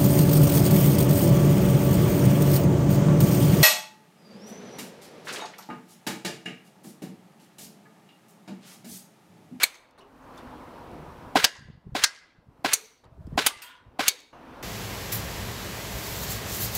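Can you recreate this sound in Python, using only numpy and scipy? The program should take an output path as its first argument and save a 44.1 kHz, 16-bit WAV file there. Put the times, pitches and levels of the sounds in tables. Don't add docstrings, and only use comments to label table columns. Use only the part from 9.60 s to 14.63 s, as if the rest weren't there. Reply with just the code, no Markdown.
import sys
import numpy as np
from scipy import signal
from scipy.fft import rfft, irfft
from scipy.io import wavfile
from scipy.ndimage import uniform_filter1d

SR = 44100
rng = np.random.default_rng(int(sys.argv[2]) if len(sys.argv) > 2 else 0)


def store_wav(level_fs):
    pcm = np.round(np.clip(np.atleast_2d(level_fs), -1, 1) * 32767)
    wavfile.write(sys.argv[1], SR, pcm.T.astype(np.int16))


def natural_amplitude(level_db):
    exponent = np.asarray(level_db, float) / 20
    return 10 ** exponent


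N = 221689

SHOT_TIMES = [-.0535, 1.7574, 2.352, 3.0475, 3.7779, 4.394]
# t/s, crack level/dB, board ring level/dB, yard tail level/dB
HITS = [
    (0.0334, -5.5, -9, -22),
    (1.8425, -1.5, -16.5, -20),
    (2.4381, -3.5, -16, -19.5),
    (3.1337, -8.5, -7, -22),
    (3.8641, -5, -17.5, -19),
    (4.4813, -6, -10, -22.5),
]
CHANGES = [-1, .378, 3.438, 4.728, 9]
# gain at its start/dB, opening rumble level/dB, rumble fade/(dB/s)
TAKES = [(-25, -63, 10), (-14, -53, 110), (-20.5, -55, 200), (-10, -56, 40)]
# f/Hz, level/dB
SCATTER = [(88, -42), (150, -4), (303, -14.5), (439, -2), (1340, -6.5), (1500, -1), (1900, -8),
           (2060, -5.5), (4080, -5.5), (5680, -13.5), (16000, -28.5)]


def evened(x):
    return x / np.sqrt(np.mean(x ** 2) + 1e-20)


def read(points, hz):
    f, value = np.transpose(points)
    return np.interp(np.log(hz + 1), np.log(f + 1), value)


def add(mix, s, sound):
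    take = np.searchsorted(CHANGES, s + np.argmax(abs(sound)) / SR)
    begin, end = max(CHANGES[take - 1], 0) * SR, min(CHANGES[take] * SR, N)
    at = round(s * SR) + np.arange(len(sound))
    heard = (at >= begin) & (at < end)
    mix[at[heard]] += sound[heard]


def highpass(x, hz):
    return signal.lfilter(*signal.butter(2, hz, "high", fs=SR), x)


def resonance(x, hz, width):
    return signal.lfilter(*signal.iirpeak(hz, hz / width, SR), x)


def noise(colour, size, t60=None, patchy_db=0.):
    hz = np.fft.rfftfreq(256, 1 / SR)
    t = np.arange(size // 64 + 5) * 64 / SR
    a, b, patches = rng.standard_normal((len(t), len(hz), 3)).T
    patches = uniform_filter1d(patches, size=3, axis=0)
    patches = evened(uniform_filter1d(patches, size=30, axis=1))
    shape = natural_amplitude(read(colour, hz))
    shape = shape / np.linalg.norm(shape)
    fade_db = -60 * t / read(t60, hz)[:, None] if t60 else 0
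    z = (a + 1j * b) * shape[:, None] * natural_amplitude(fade_db + patchy_db * patches)
    return signal.istft(z, nperseg=256, noverlap=192)[1][:size]


def coloured(x, colour):
    gain = natural_amplitude(read(colour, np.fft.rfftfreq(len(x), 1 / SR)))
    return evened(irfft(rfft(x) * gain, len(x)))


def lingering(bands, t60, size):
    t = np.arange(size) / SR
    out = np.zeros(size)
    for hz, width, db in bands:
        width = max(width, 45)
        held = resonance(resonance(rng.standard_normal(size), hz, width), hz, width)
        out += natural_amplitude(db - 60 * t / read(t60, hz)) * evened(held)
    return out


def shot(pop_db, ring_db, scatter_db, hiss_db, yard):
    # t/ms, level/dB
    arrivals = [(0.1, -3), (1.58, -4.5), (2.78, -3.1), (4.03, -6.5), (5.75, -4.2), (7.77, -6.5),
                (12.39, -0.2), (13.05, -11.1), (13.8, -5.9), (14.37, -5.2), (16.32, -13.5), (17.68, -9.8),
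                (19.65, -7.7), (21.6, -10.0)]
    # f/Hz, level/dB, start/ms, swell/ms, crest/ms
    barrel = [(763, -6.5, -2.5, 1.36, -0.02), (275, -15.5, -3.5, 2.8, -0.52), (400, -20, 3, 2.2, -0.34),
              (1040, -17, 0, 1.4, 0.12), (435, -24, 8, 5, 0), (930, -22, 3, 3.5, 0)]
    # t/ms, level/dB
    echoes = [(-5, -18), (0, -14), (3, -2), (10, 1), (14.5, 4), (19, 1.5), (25, -3.5), (47, -2.5),
              (58, -9.5), (89, -9.5), (220, -50)]
    # f/Hz, level/dB
    pellet = [(180, -43), (300, -21.5), (1080, -8), (1280, -5), (2140, -1), (2480, -2.5), (4990, -12),
              (8090, -16.5), (16000, -30.5)]
    ms = np.arange(len(yard)) * 1000 / SR - 5
    spikes, ring = 0, 0
    for at, db in arrivals:
        push = np.exp(-.5 * ((ms - at) / .046) ** 2)
        suck = np.exp(-.5 * ((ms - at + .3) / .19) ** 2)
        spikes = spikes + natural_amplitude(db) * (push - .242 * suck)
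    for hz, db, start, swell, crest in barrel:
        u = np.maximum(ms - start, 0) / swell
        ring = ring + natural_amplitude(db) * u ** 2 * np.exp(-u) * np.cos(2 * np.pi * hz * (ms - crest) / 1000)

    walls = 0.7 * yard + 0.52 * noise(SCATTER, len(ms), patchy_db=-2.0)
    bass = walls - highpass(walls, 600)
    slats = resonance(walls, 1700, 600)
    late = 1 / (1 + np.exp((30 - ms) / 3))
    walls = walls + (natural_amplitude(-3) * slats - .4 * bass) * late
    scatter = natural_amplitude(scatter_db + np.interp(ms, *np.transpose(echoes))) * walls

    closing_db = np.where(ms < 87, hiss_db + 0.49 * (ms - 80), -120)
    hiss = natural_amplitude(closing_db) * noise(pellet, len(ms), patchy_db=0.5)
    return natural_amplitude(pop_db) * (spikes + natural_amplitude(ring_db + 3.5) * ring + scatter) + hiss


def jet(pop_db):
    # f/Hz, level/dB
    gas = [(2350, -33.5), (4000, -2.5), (8390, -3.5), (15200, -6), (16200, -15), (16500, -49)]
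    leak_db, jet_db, jet_ms = -44, -29, 5
    ms = np.arange(2000) * 1000 / SR - 5
    puff = np.where(ms < 0, natural_amplitude(leak_db), natural_amplitude(jet_db) * np.exp(-ms / jet_ms))
    return natural_amplitude(pop_db) * puff * coloured(rng.standard_normal(len(ms)), gas)


def fire_pistol(gun):
    levels = [
        (-9, -3, -17, -25.5),
        (-3.5, 4.5, -18.5, -27.5),
        (-12, 0.5, -15.5, -28.5),
        (-7, -1, -19.5, -27.5),
        (-4.5, -1, -20, -32.5),
        (-9.5, -0.5, -17, -26.5),
    ]
    yard = noise(SCATTER, 9500, patchy_db=0.0)
    for s, row in zip(SHOT_TIMES, levels):
        add(gun, s - .005, shot(*row, yard))
        add(gun, s - .005, jet(row[0]))


def burst(t, ms, tau):
    return np.exp(-np.maximum(t - ms / 1000, 0) / tau) * (t >= ms / 1000)


def through(colour, path):
    return [(hz, .6 * read(colour, hz) + read(path, hz)) for hz in np.geomspace(200, 16000, 60)]


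def hit(crack_db, ring_db, near_db, colour, bands, returns):
    # t/ms, level/dB
    house = [(110, -44.5), (122.5, -44.5), (137, -50), (150, -52)]
    # f/Hz, level/dB
    wall = [(300, 1), (1500, 2), (4000, 0), (6500, 3), (9000, -14), (16000, -25)]
    # f/Hz, level/dB
    far_path = [(300, 7.5), (500, 1), (1200, 3.5), (2200, 2), (4000, -2), (6500, -4.5), (9000, -3),
                (12000, -9), (16000, -22)]
    # f/Hz, T60/s
    near_t60 = [(300, 0.19), (2000, .12), (6000, 0.13), (15000, 0.08)]
    far_t60 = [(300, 0.55), (1500, .7), (4000, 0.65), (8000, 0.42), (12000, 0.4), (15000, .22)]
    t = np.arange(30000) / SR
    cracks = sum(natural_amplitude(db) * burst(t, ms, .00145) for ms, db, _ in returns)
    slaps = sum(natural_amplitude(db) * burst(t, ms, .0056) for ms, db in house)
    slaps = slaps * noise(through(colour, wall), len(t))
    direct = highpass(natural_amplitude(crack_db) * (noise(colour, len(t)) * cracks + slaps), 280)
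    board = sum(natural_amplitude(db + 9) * resonance(direct, hz, width) for hz, width, db in bands)
    near = noise(colour, len(t), near_t60, 1.5)
    far = noise(through(colour, far_path), len(t), far_t60, 2.2)
    far = far + natural_amplitude(-6.5) * lingering(bands, far_t60, len(t))
    tails = (1 - np.exp(-t / .004)) * (natural_amplitude(near_db) * near + natural_amplitude(near_db - 21) * far)
    return direct + natural_amplitude(ring_db) * board + tails


def plate(modes, returns):
    snap_s, swell_s = .00035, .003
    t = np.arange(18000) / SR
    ring = sum(natural_amplitude(db - 60 * t / t60) * np.sin(2 * np.pi * hz * t) for hz, db, t60 in modes)
    ring = ring * (1 - np.exp(-t / swell_s))
    snaps = 0
    for ms, _, db in returns:
        since = t - ms / 1000
        snaps = snaps + natural_amplitude(db) * np.exp(-abs(since - snap_s / 2) / snap_s) * (since >= 0)
    return ring + snaps * evened(highpass(rng.standard_normal(len(t)), 8000))


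def strike_board(gun):
    # f/Hz, level/dB
    colours = [
        [(180, -61), (300, -35.5), (1930, -13.5), (2250, -2), (2790, -20.5), (4370, -7), (5080, -22.5),
         (6520, -14.5), (16000, -18.5)],
        [(180, -49.5), (300, -19), (678, -10), (1340, -15.5), (1580, -7), (2570, -9), (4590, -2.5), (5250, -5),
         (16000, -28)],
        [(180, -58.5), (300, -36), (650, -29), (1250, -11), (1580, -2), (1750, -13.5), (1870, -10),
         (3240, -11.5), (4830, -3), (8500, -15), (16000, -32)],
        [(180, -59), (300, -32.5), (2030, -14), (2250, -2.5), (2840, -15), (4370, -4.5), (5160, -16.5),
         (5900, -2.5), (16000, -14.5)],
        [(180, -46), (300, -22.5), (1170, -9.5), (1510, -7), (1750, -15), (2930, -4), (5800, -12), (8790, -9.5),
         (16000, -14.5)],
        [(180, -56.5), (300, -36.5), (2000, -18), (2250, -5), (2840, -11), (4440, -2), (4910, -11),
         (6520, -8.5), (16000, -18.5)],
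    ]
    # f/Hz, width/Hz, level/dB
    bands = [
        [(2277, 60, -7), (3640, 150, -9), (4231, 160, -10), (6350, 320, -5.5), (8100, 290, -6)],
        [(1034, 60, -9), (1680, 150, .5), (1970, 150, 0), (2850, 200, -5), (4740, 400, -5), (6650, 450, -6.5)],
        [(1620, 110, -2), (2050, 140, 0), (4500, 500, -10), (7400, 880, -12.5)],
        [(444, 34, -3.5), (4500, 450, -6), (5900, 260, 0), (6500, 200, -3), (8500, 500, -5), (11200, 400, -9.5)],
        [(1190, 46, -3), (2030, 130, -1.5), (6330, 400, -27), (8610, 600, -6), (9860, 500, -9)],
        [(420, 60, -3), (2240, 60, -8), (3730, 70, -5), (4460, 70, -5), (6500, 350, -2), (7750, 300, -13)],
    ]
    # t/ms, level/dB, bright snap level/dB
    returns = [
        [(0, 0, -13), (2.9, -1, -10), (5.3, -4, -17), (7.1, -6, -28), (11, -17, -34), (16, -19, -34)],
        [(0, 0, -14), (3.2, 0, -16), (5.3, -5, -28), (7.2, -7, -25), (10.5, -17, -36), (12.5, -18, -36)],
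        [(0, 0, -21), (3.1, -1, -21), (5.3, -3, -21), (7, -7, -30), (9.5, -17, -38), (12.5, -19, -38)],
        [(0, 1, -10), (3.2, -1, -8), (5.1, -5, -16), (7.7, -7, -22), (12.2, -16, -27), (15.9, -17, -30)],
        [(0, 0, -9), (2.9, -2, -8), (5.3, -3, -15), (7.5, -8, -23), (10.5, -16, -32), (14, -17, -33)],
        [(0, 3, -8), (2.8, -1, -7), (5.3, -4, -13), (7.2, -8, -27), (10, -17, -31), (13.5, -18, -35)],
    ]
    # f/Hz, level/dB, T60/s
    modes = [
        [(2250, -14, .045), (4242, -18, .06), (6513, -28, .05), (8306, -22, .06), (2277, -40, .22)],
        [(1593, -22, .09), (1927, -25, .09), (3036, -22, .05), (3919, -24, .05), (4699, -20, .05)],
        [(1593, -19, .09), (1862, -24, .1), (4699, -19, .04), (5485, -21, .04)],
        [(2255, -29, .07), (4521, -25, .07), (6013, -20, .07), (6702, -18, .06), (8850, -23, .07),
         (5860, -40, .18), (5960, -44, .2), (6480, -50, .3)],
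        [(1507, -26, .07), (2164, -27, .07), (3036, -26, .06), (3956, -23, .05), (4640, -24, .05),
         (8597, -21, .05)],
        [(2234, -19, .065), (3730, -31, .12), (4500, -20, .07), (6352, -22, .05), (6729, -20, .05),
         (2240, -41, .25), (3735, -54, .7), (4447, -43, .2), (5846, -36, .12)],
    ]
    for (s, *levels), colour, band, paths, mode in zip(HITS, colours, bands, returns, modes):
        add(gun, s, hit(*levels, colour, band, paths))
        add(gun, s, plate(mode, paths))


def click(db, hz, t60, rustle):
    t = np.arange(9000) / SR
    rattle = rng.standard_normal(len(t)) * natural_amplitude(-60 * t / t60)
    held = resonance(rattle, hz, hz / 26)
    broad = resonance(rattle, hz, hz / .9)
    rustle = np.clip(rustle, 0, 1)
    return natural_amplitude(db) * ((1 - rustle) * held / abs(held).max() + rustle * broad / abs(broad).max())


def splinters(db):
    # f/Hz, level/dB
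    colour = [(180, -65), (300, -37), (456, -17.5), (660, -19.5), (987, -8), (1630, -5.5), (2650, -4),
              (6780, -12), (15200, -6), (16500, -24)]
    # f/Hz, width/Hz, level/dB
    metal = [(996, 67, -6), (1440, 58, -3.5), (1800, 90, -7), (2820, 90, -9), (3260, 45, -6),
             (3650, 60, -7), (8340, 50, -6), (11600, 60, -11)]
    # f/Hz, T60/s
    t60 = [(500, 0.99), (1500, 0.71), (4000, 0.45), (9000, .28), (15000, 0.18)]
    t = np.arange(20000) / SR
    patter = noise(colour, len(t), t60, 3.) + natural_amplitude(-9.5) * lingering(metal, t60, len(t))
    return natural_amplitude(db) * patter * (1 - 0.4 * np.exp(-t / 0.015))


def rain_splinters(gun):
    # t/s, level/dB, f/Hz, T60/s, share of broad rustle
    tinkles = [(4.0185, -34, 2650, .1, .4), (4.023, -38, 4550, .1, .4), (4.02, -43, 6500, .15, .9),
               (4.088, -46, 1000, .07, .05), (4.062, -45, 3260, .3, 0), (4.165, -52, 3250, .12, 0),
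               (4.033, -50, 1000, .25, 0), (3.252, -48, 5900, .06, .1), (1.955, -48, 1030, .12, 0),
               (1.995, -52, 1600, .45, 0), (4.515, -48, 500, .25, .05), (4.57, -58, 300, .3, 0),
               (3.195, -50, 440, .25, .05), (3.23, -62, 220, .3, 0), (.152, -44, 2600, .03, .9),
               (.143, -50, 6700, .03, .2), (3.9, -46, 900, .15, .3), (4.08, -51, 1460, .7, 0),
               (4.13, -52, 1000, .7, 0), (3.2, -54, 5950, .6, 0)]
    add(gun, 4.0185, splinters(-41.5))
    for s, *voice in tinkles:
        add(gun, s, click(*voice))


def handle_pistol(mix):
    # t/s, level/dB, f/Hz, T60/s, share of broad rustle
    touches = [(0.309, -57, 5200, .02, 0.85), (.381, -62, 9300, .02, 0.12), (0.384, -52, 4300, 0.095, 0.3),
               (0.387, -60, 9000, .02, .15), (.3925, -58, 9400, .02, .15), (.3925, -50, 3900, 0.044, 0.4),
               (.385, -48, 540, 0.15, 0.4), (.386, -54, 1500, .1, .7), (0.407, -50, 2900, 0.17, .1),
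               (.414, -58, 5450, 0.033, 0.34), (.62, -63.5, 6450, .15, .1), (.7592, -52, 4970, 0.033, 0.76),
               (.7721, -49.5, 6000, .04, 0.67), (0.7773, -41.5, 3570, 0.12, 0.65),
               (1.314, -52, 5000, .03, 0.81), (3.441, -54, 3880, .04, 0.44), (3.452, -57, 4500, .04, .4),
               (3.668, -60, 3600, 0.018, .6), (3.6685, -51.5, 5000, .02, 0.68), (3.736, -56, 1850, 0.1, .2),
               (3.52, -55, 660, 0.49, .1), (3.61, -52.5, 634, 0.53, .1), (4.602, -43, 3800, .035, .8),
               (4.729, -56, 2860, .5, .1), (4.73, -68, 6350, 0.34, .1)]
    for s, *voice in touches:
        add(mix, s, click(*voice))


def buffet(db, hz, push):
    u = np.arange(-.03, .03, 1 / SR) * hz
    return np.sign(push) * natural_amplitude(db) * np.cos(2 * np.pi * u) * np.exp(-(u / 0.55) ** 2)


def bump_microphone(mix):
    # t/s, level/dB, f/Hz, push or pull
    eddies = [(1.9924, -43.5, 107, 1), (2.01, -43.5, 175, -1), (2.0247, -48, 130, -1),
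              (2.0588, -46, 85.6, 1), (2.0897, -38, 147, -1), (2.1034, -36, 155, -1), (2.138, -48.5, 98, 1),
              (2.1533, -43.5, 121, 1), (2.179, -43.5, 138, 1), (2.2574, -46, 141, 1), (2.27, -34, 143, 1),
              (2.2928, -35.5, 124, -1), (2.323, -39, 138, -1), (2.339, -42.5, 95, -1),
              (2.7905, -48.5, 143, 1), (2.8902, -42, 117, 1), (2.996, -47, 136, -1), (3.526, -43, 110, 1),
              (3.575, -42, 70, -1), (3.5967, -36, 99, 1), (3.6096, -35, 119, 1), (3.6581, -32.5, 79, 1),
              (3.677, -31, 195, -1), (3.696, -36, 83, -1), (3.7146, -35, 64, -1), (3.7302, -27, 146, 1),
              (3.7573, -34, 65, 1), (3.97, -51.5, 79, -1), (4.2696, -45, 102, 1), (4.288, -45, 73, 1),
              (2.086, -46, 520, 1), (2.102, -46, 330, -1), (2.275, -43, 330, 1), (3.672, -42, 400, 1),
              (3.683, -42, 330, -1), (3.722, -40, 420, 1), (3.735, -42, 350, -1), (1.995, -52, 350, 1)]
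    # t/s, level/dB, f/Hz, upward or downward swing
    low_thumps = [(1.7595, -33, 140, -1), (3.0495, -47, 140, -1), (4.396, -47, 140, -1), (1.845, -33, 90, -1),
                  (2.439, -37, 100, 1), (3.135, -52, 100, -1), (3.865, -40, 110, 1)]
    for s, *eddy in [*eddies, *low_thumps]:
        add(mix, s - .03, buffet(*eddy))


def drone(db, hz, width, fall):
    t = np.arange(-.4, .4, 1 / SR)
    held = resonance(resonance(rng.standard_normal(len(t)), hz, width), hz, width)
    return natural_amplitude(db - 9 * (t / fall) ** 2) * evened(held)


def pass_drones(mix):
    swells = [(.87, -50.5, 247, 14, .17), (.98, -57, 305, 20, .1), (1.06, -56, 1000, 40, .1),
              (1.2, -54, 950, 300, .12), (.75, -56, 1000, 300, .12), (1.33, -52, 310, 40, .05),
              (1.43, -49, 160, 60, .1), (1.4, -50, 360, 200, .1), (1.36, -54, 700, 200, .07),
              (.43, -63, 230, 60, .05), (.45, -60, 400, 80, .08), (.55, -58, 270, 30, .05),
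              (4.95, -54, 260, 40, .12)]
    for s, *band in swells:
        add(mix, s - .4, drone(*band))


def gain_control(t):
    crack_duck_db, pop_duck_db, recover_db_per_s, knee_db = -37, -22, 44, 2.5
    resets = [(row[0], crack_duck_db) for row in HITS]
    resets += [(s, pop_duck_db) for s in SHOT_TIMES[1:]]
    resets += [(max(s, 0), take[0]) for s, take in zip(CHANGES, TAKES)]
    s, db = np.transpose(sorted(resets))
    last = np.searchsorted(s, t, side="right") - 1
    climb_db = db[last] + recover_db_per_s * (t - s[last])
    return -knee_db * np.logaddexp(0, -climb_db / knee_db)


def wind(t):
    # peak t/s, level/dB, time to rise 20 dB/s, time to fall 20 dB/s
    gusts = [(1.15, -51, .4, .15), (1.31, -40, .05, .4), (1.44, -39, .08, .5), (1.745, -36, .04, .03),
             (2.08, -19, .25, .14), (2.265, -21, .04, .3), (2.78, -35, .07, .12), (2.886, -33, .08, .06),
             (3.035, -41, .11, .05), (3.44, -30, .03, .6), (3.765, -26, .4, .025), (3.97, -25, .2, .045),
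             (4.278, -33, .11, .09)]
    # f/Hz, level/dB
    colour = [(12, -39.5), (20, -8), (92, -3), (220, -10.5), (300, -21), (392, -17), (500, -33.5),
              (650, -64), (1100, -120)]
    calm_db = -55
    lumps = uniform_filter1d(uniform_filter1d(rng.standard_normal(N), 500), 500)
    lumps = natural_amplitude(5.9 * evened(lumps))
    gusts_db = [db - 20 * np.maximum((s - t) / rise, (t - s) / fall) for s, db, rise, fall in gusts]
    level_db = np.maximum(np.max(gusts_db, axis=0), calm_db) - 6.0
    return natural_amplitude(level_db) * evened(lumps * coloured(rng.standard_normal(N), colour))


def background():
    # f/Hz, level/dB
    road = [(18, -40), (30, -5), (130, -7), (162, -6), (206, -9.5), (246, -2), (439, -9), (501, -4.5),
            (654, -7.5), (974, -6), (2120, -21.5), (2950, -25), (6000, -37.5), (7800, -65), (13200, -120)]
    # t/s, level/dB
    passing = [(0, -42), (.37, -42), (.385, -50), (.55, -50), (.75, -45.3), (1.7, -46.5), (2.2, -48),
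               (3.4, -48), (3.6, -51), (4.3, -45), (4.75, -43.5), (5.03, -43)]
    # f/Hz, level/dB
    self_noise = [(2350, -33.5), (4000, -2.5), (8390, -3.5), (15200, -6), (16200, -15), (16500, -49)]
    t = np.arange(N) / SR
    gain = natural_amplitude(gain_control(t))
    take = np.searchsorted(CHANGES, t, side="right") - 1
    _, rumble_db, fade = np.transpose(TAKES)[:, take]
    rumble = natural_amplitude(rumble_db - fade * (t - np.maximum(CHANGES, 0)[take]))

    roll, sizzle = np.zeros(N), np.zeros(N)
    for s, _, ring_db, _ in HITS:
        add(roll, s, natural_amplitude(-55.5 - 95 * t[:SR]))
        add(sizzle, s, natural_amplitude(2 * ring_db - 35 - 135 * t[:SR]))

    flat = [(20, 0), (20000, 0)]
    wash = coloured(noise(flat, N, patchy_db=1.3), road)
    thin = highpass(wash, 280)
    traffic = gain * natural_amplitude(np.interp(t, *np.transpose(passing))) * wash
    traffic = traffic + (rumble + roll) * thin + natural_amplitude(-70.5) * (wash - thin)
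    hiss = (gain * natural_amplitude(-68.5) + sizzle) * coloured(rng.standard_normal(N), self_noise)
    return traffic + hiss + gain * wind(t)


def scene():
    gun, mix = np.zeros(N), background()
    fire_pistol(gun)
    strike_board(gun)
    rain_splinters(gun)
    handle_pistol(mix)
    bump_microphone(mix)
    pass_drones(mix)
    return (mix + highpass(gun, 110))[None]


def top_cut(x):
    return signal.sosfilt(signal.butter(12, 16980, fs=SR, output="sos"), x)


def record(dry):
    band = signal.oaconvolve(dry, signal.firwin(255, 15800, fs=SR)[None], "same")
    limit = 0.52
    flat = band / (1 + abs(band / limit) ** 8) ** (1 / 8)
    smooth = signal.firwin(255, 16700, window=("kaiser", 9), fs=SR)
    return top_cut(signal.oaconvolve(flat, smooth[None], "same"))


dry = scene()
out = record(dry)
store_wav(out)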